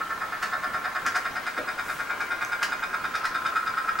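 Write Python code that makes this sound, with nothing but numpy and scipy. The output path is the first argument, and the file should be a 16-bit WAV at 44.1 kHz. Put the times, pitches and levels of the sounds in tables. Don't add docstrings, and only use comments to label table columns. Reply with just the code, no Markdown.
import sys
import numpy as np
from scipy import signal
from scipy.fft import rfft, irfft
from scipy.io import wavfile
from scipy.ndimage import uniform_filter1d

SR = 44100
rng = np.random.default_rng(int(sys.argv[2]) if len(sys.argv) > 2 else 0)


def inscribe(sig):
    pcm = np.round(np.clip(np.atleast_2d(sig).T, -1, 1) * 32767)
    wavfile.write(sys.argv[1], SR, pcm.astype(np.int16))


def gain_from_decibels(decibels):
    exponent = np.asarray(decibels, float) / 20
    return 10 ** exponent


N = 176400


def evened(x):
    return x / np.sqrt(np.mean(x ** 2) + 1e-20)


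def read(points, hz):
    f, value = np.transpose(points)
    return np.interp(np.log(hz + 1), np.log(f + 1), value)


def colour(x, points):
    hz = np.fft.rfftfreq(len(x), 1 / SR)
    return irfft(rfft(x) * gain_from_decibels(read(points, hz)), len(x))


def add(mix, s, sound):
    at = round(s * SR)
    sound = sound[max(-at, 0):]
    part = mix[max(at, 0):][:len(sound)]
    part += sound[:len(part)]


def knock(t, fall_s):
    rise_s = .0022
    t = np.maximum(t, 0)
    return (1 - np.exp(-t / rise_s)) * np.exp(-t / fall_s)


# f/Hz, level/dB
WHINE_TONES = [(15734.3, -57), (15747.3, -63), (15674.3, -76), (15614.4, -78), (15554.5, -79),
               (15494.5, -80), (15434.6, -80)]


def electric_whine():
    pan_db = .35
    t = np.arange(N) / SR
    tones = sum(gain_from_decibels(db + 1.5) * np.sin(2 * np.pi * hz * t + 3.3 * (hz > 15740))
                for hz, db in WHINE_TONES)
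    return tones * gain_from_decibels(pan_db * np.array([[1], [-1]]))


# f/Hz, level/dB (per Hz)
AIR_SPECTRUM = [(20, -4), (60, -12), (250, -3.5), (600, -3.5), (1200, -0.5), (3000, -12), (8000, -22),
                (15500, -30)]
# f/Hz, likeness (-1 to 1)
AIR_COHERENCE = [(60, 0.94), (180, 0.62), (550, 0.47), (1650, 0.88), (4970, 0.43), (15000, 1)]


def air():
    level_db, patch_db = -39, 1.5
    frames, hz = N // 256 + 5, np.fft.rfftfreq(1024, 1 / SR)
    a, b, c, d, patches = rng.standard_normal((frames, 513, 5)).T
    patches = uniform_filter1d(patches, size=12, axis=0)
    patches = evened(uniform_filter1d(patches, size=14, axis=1))
    same = np.clip(read(AIR_COHERENCE, hz), -1, 1)[:, None]
    left = a + 1j * b
    right = same * left + np.sqrt(1 - same ** 2) * (c + 1j * d)
    z = np.array([left, right]) * gain_from_decibels(read(AIR_SPECTRUM, hz)[:, None] + patch_db * patches)
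    noise = signal.istft(z, nperseg=1024, noverlap=768)[1][:, :N]
    return gain_from_decibels(level_db) * evened(noise)


# f/Hz, t60/s
ROOM_DECAY = [(300, .3), (1500, .24), (5000, .3), (12000, .2)]


def walls(x):
    same = .5
    taps = rng.standard_normal((3, SR // 3)) * (np.arange(SR // 3) > 200)
    hz, t, z = signal.stft(taps, SR, nperseg=256)
    decay = gain_from_decibels(-60 * t / read(ROOM_DECAY, hz)[:, None])
    tail = signal.istft(z * decay, SR, nperseg=256)[1]
    tail = np.sqrt(same) * tail[0] + np.sqrt(1 - same) * tail[1:]
    return signal.fftconvolve(x[None], tail / np.linalg.norm(tail[0]), axes=1)[:, :N]


def room(x):
    turns_per_s = 0.3474
    turns = turns_per_s * np.arange(N) / SR
    return sum(walls(x * np.sqrt(2 / 3) * np.cos(2 * np.pi * (turns + k / 3))) for k in range(3))


# f/Hz, level/dB
SIZZLE_SPECTRUM = [(1500, -3), (4000, -9), (8000, -6), (12000, -9), (15000, -14)]


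def flame_sizzle():
    middle_s, half_width_s, level_db = 1.916, .1, -47.5
    swell = np.exp(-((np.arange(N) / SR - middle_s) / half_width_s) ** 2)
    return gain_from_decibels(level_db) * swell * evened(colour(rng.standard_normal(N), SIZZLE_SPECTRUM))


# f/Hz, level/dB
BUMP_SPECTRUM = [(150, -20), (280, 4), (400, 2.5), (650, 1.5), (900, -35)]


def hull_bump():
    start_s, length_s, level_db = 1.578, 0.033, -33.5
    out, t = np.zeros(N), np.arange(8192) / SR
    swell = np.clip(t / .006, 0, 1) / (1 + (t / length_s) ** 6)
    thud = evened(colour(rng.standard_normal(len(t)), BUMP_SPECTRUM))
    add(out, start_s, gain_from_decibels(level_db) * swell * thud)
    return out


def drop_tick():
    start_s, level_db, hz, t60_s, click_fall_s = 2.4488, -24, 6200, .006, .00034
    out, t = np.zeros(N), np.arange(8192) / SR
    click = .5 * rng.standard_normal(len(t)) * np.exp(-t / click_fall_s)
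    tone = np.sin(2 * np.pi * hz * t)
    add(out, start_s, gain_from_decibels(level_db - 60 * t / t60_s) * (tone + click))
    return out


# f/Hz, level/dB
CRACK_SPECTRUM = [(700, -19), (1700, 6.5), (2500, -6.5), (3700, -16), (5000, -9), (7200, -16.5),
                  (10000, -22), (13500, -31)]


def crack():
    fall_s, grain_db, lump_db = 0.02, 2, 2
    noise, grain, lumps = rng.standard_normal((3, 8192))
    lumps = gain_from_decibels(lump_db * evened(uniform_filter1d(lumps[:4097], size=70)))
    grain = gain_from_decibels(grain_db * evened(uniform_filter1d(grain, size=80)))
    sound = evened(irfft(rfft(colour(noise, CRACK_SPECTRUM)) * lumps))
    return knock(np.arange(8192) / SR, fall_s) * sound * grain


# t/s, level/dB
HARD_SNAPS = [
    (0.4245, -21),
    (1.0615, -21),
    (1.1559, -20),
    (1.4664, -29),
    (2.2034, -29.5),
    (2.6264, -18.5),
    (3.1502, -23.5),
    (3.2505, -22),
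    (3.4605, -29),
]


def hard_snaps():
    out = np.zeros(N)
    for s, db in HARD_SNAPS:
        add(out, s, gain_from_decibels(db - 4.5) * crack())
    return out


PLACES_S = [.8, 2.4, 3.6]


def ring(push, starts, modes):
    fresh, fresh_per_khz = .05, .25
    drift_rad, detune = .35, .005
    t, out = np.arange(N) / SR, np.zeros(N)
    cycle = np.clip(np.searchsorted(starts, t) - 1, 0, len(starts) - 1)
    for hz, t60, *place_db in modes:
        step, tune = rng.standard_normal((len(starts), 2)).T
        phase = 2 * np.pi * rng.random() + drift_rad * np.cumsum(step)
        mode_hz = hz * (1 + detune * tune[cycle])
        turn = 2 * np.pi * mode_hz * (t - starts[cycle]) + phase[cycle]
        a, b = uniform_filter1d(rng.standard_normal((N, 2)), size=round(160000 / hz), axis=0).T
        flutter = 1 + (fresh + fresh_per_khz * hz / 1000) * (evened(a) + 1j * evened(b))
        drive = push * gain_from_decibels(np.interp(t, PLACES_S, place_db)) * np.exp(1j * turn) * flutter
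        r = 10 ** (-3 / (max(t60, .005) * SR))
        smooth = signal.lfilter([np.sqrt(1 - r)], [1, -r * np.exp(2j * np.pi * hz / SR)], drive)
        out += signal.lfilter([1 - r], [1, -r * np.exp(2j * np.pi * hz / SR)], smooth).real
    return evened(out)


# t/s, snap lag/ms, level/dB (strength), level/dB (brightness)
BOILER_COURSE = [(0, -15.5, -0.5, -23), (0.332, -0.5, -3, -5.5), (0.539, -5, -1, -2),
                 (0.961, 3, -0.5, -2.5), (1.059, 2, 1.5, -4), (1.172, -9.5, 2, 0.5),
                 (1.27, -11, -0.5, -0.5), (1.802, -1, -2.5, 1), (2.11, -2, -2, -1), (2.532, 2.4, 0, 1.5),
                 (2.741, -8, 0, 0.5), (3.048, 0.5, 0, -1.5), (3.261, -10.5, 0, 1.5), (3.58, -8.5, 1.5, 0),
                 (3.682, -6, -0.5, 0), (3.891, .7, 0, -5), (4, 4, 0, 5.5)]
# t/ms after the snap, level/dB far, level/dB under rim, level/dB open
CYCLE_KNOCKS = [(-50, -14, -15, -13), (-42, -7, -10, -5), (-34, -12, -7, -10), (-13, -4, -1, -3),
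                (-7, -3, 0, -3), (-2, 0, 0, 1), (3, -2, -2, -4), (9, -2, -8, -6), (16, -2, -12, -7),
                (25, -5, -12, -14), (37, -14, -13, -14)]


def lid_pushes():
    period_s, first_s = .10472, .0136
    knock_fall_s, body_lead_s = .0022, 0.0028
    snap_fall_s, early_db, early_s = 0.0062, -2, 0.0104
    lead, size = 2400, 5600
    t = (np.arange(size) - lead) / SR
    s, lag_ms, db, bright_db = np.transpose(BOILER_COURSE)
    beats = first_s + np.arange(40) * period_s
    starts = beats + np.interp(beats, s, lag_ms) / 1000 - lead / SR
    body, lid = np.zeros((2, N))
    snap = knock(t, snap_fall_s) + gain_from_decibels(early_db) * knock(t + early_s, snap_fall_s)
    for at, start in zip(beats, starts):
        rattle = sum(gain_from_decibels(np.interp(at, PLACES_S, place_db)) * knock(t - ms / 1000, knock_fall_s)
                     for ms, *place_db in CYCLE_KNOCKS)
        add(body, start - body_lead_s, rattle * gain_from_decibels(np.interp(at, s, db)))
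        add(lid, start, snap * gain_from_decibels(np.interp(at, s, db + bright_db)))
    return starts, body, lid


# f/Hz, t60/s, level/dB far, level/dB under rim, level/dB open
HULL_MODES = [(1036.7, 0.28, -22.5, -18, -14.5), (1097, 0.015, -4, -10, -9.5), (1228, 0.013, -10, -3, -20),
              (1309.7, 0.017, 0, -13, 8), (1356, 0.046, -3.5, -14, -0.5), (1426, 0.012, -2.5, 3.5, 1.5),
              (1574.4, 0.019, -7.5, -1, -6), (1638, 0.024, -11.5, -5, -7), (1745, 0.02, -3.5, -16, -14),
              (1870.4, 0.039, -10, -14.5, -9), (2087, 0.0067, -8.5, -5, -11),
              (2288, 0.049, -19.5, -14, -17), (2457, 0.017, -17, -9.5, -12.5),
              (892, 0.0067, -14.5, -9, -14.5)]
# f/Hz, t60/s, level/dB far, level/dB under rim, level/dB open
LID_MODES = [(626, 0.059, -7, -14, -24), (731, 0.02, 3, -5.5, -12.5), (2932, 0.0045, -16, -19, -16),
             (3671, 0.004, -4, -5.5, -3), (4270, 0.0052, -11, -21, -15), (5010, 0.002, -3.5, -7.5, -5.5),
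             (5750, 0.0089, -31, -24, -23)]
# f/Hz, level/dB
SPRAY_SPECTRUM = [(1500, -1), (3000, 4), (6000, -5), (9000, -3.5), (14000, -41)]


def boiler():
    spray_db, hull_db, lid_db = -56, -31, -47
    starts, body, lid = lid_pushes()
    spray = evened(lid * colour(rng.standard_normal(N), SPRAY_SPECTRUM))
    hull = gain_from_decibels(hull_db) * ring(body, starts, HULL_MODES)
    return gain_from_decibels(spray_db) * spray + hull + gain_from_decibels(lid_db) * ring(lid, starts, LID_MODES)


def scene():
    reverb_db = -4.5
    boat = boiler() + hard_snaps() + drop_tick() + hull_bump() + flame_sizzle()
    return boat + gain_from_decibels(reverb_db) * room(boat) + air()


def band_limit(x):
    return signal.sosfilt(signal.butter(12, 16340, fs=SR, output="sos"), x)


def record(dry):
    edge_hz = 15790
    edge = signal.firwin(1023, edge_hz, window=("kaiser", 9), fs=SR)[None]
    mix = signal.oaconvolve(dry, edge, "same") + electric_whine()
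    return band_limit(mix)


dry = scene()
out = record(dry)
inscribe(out)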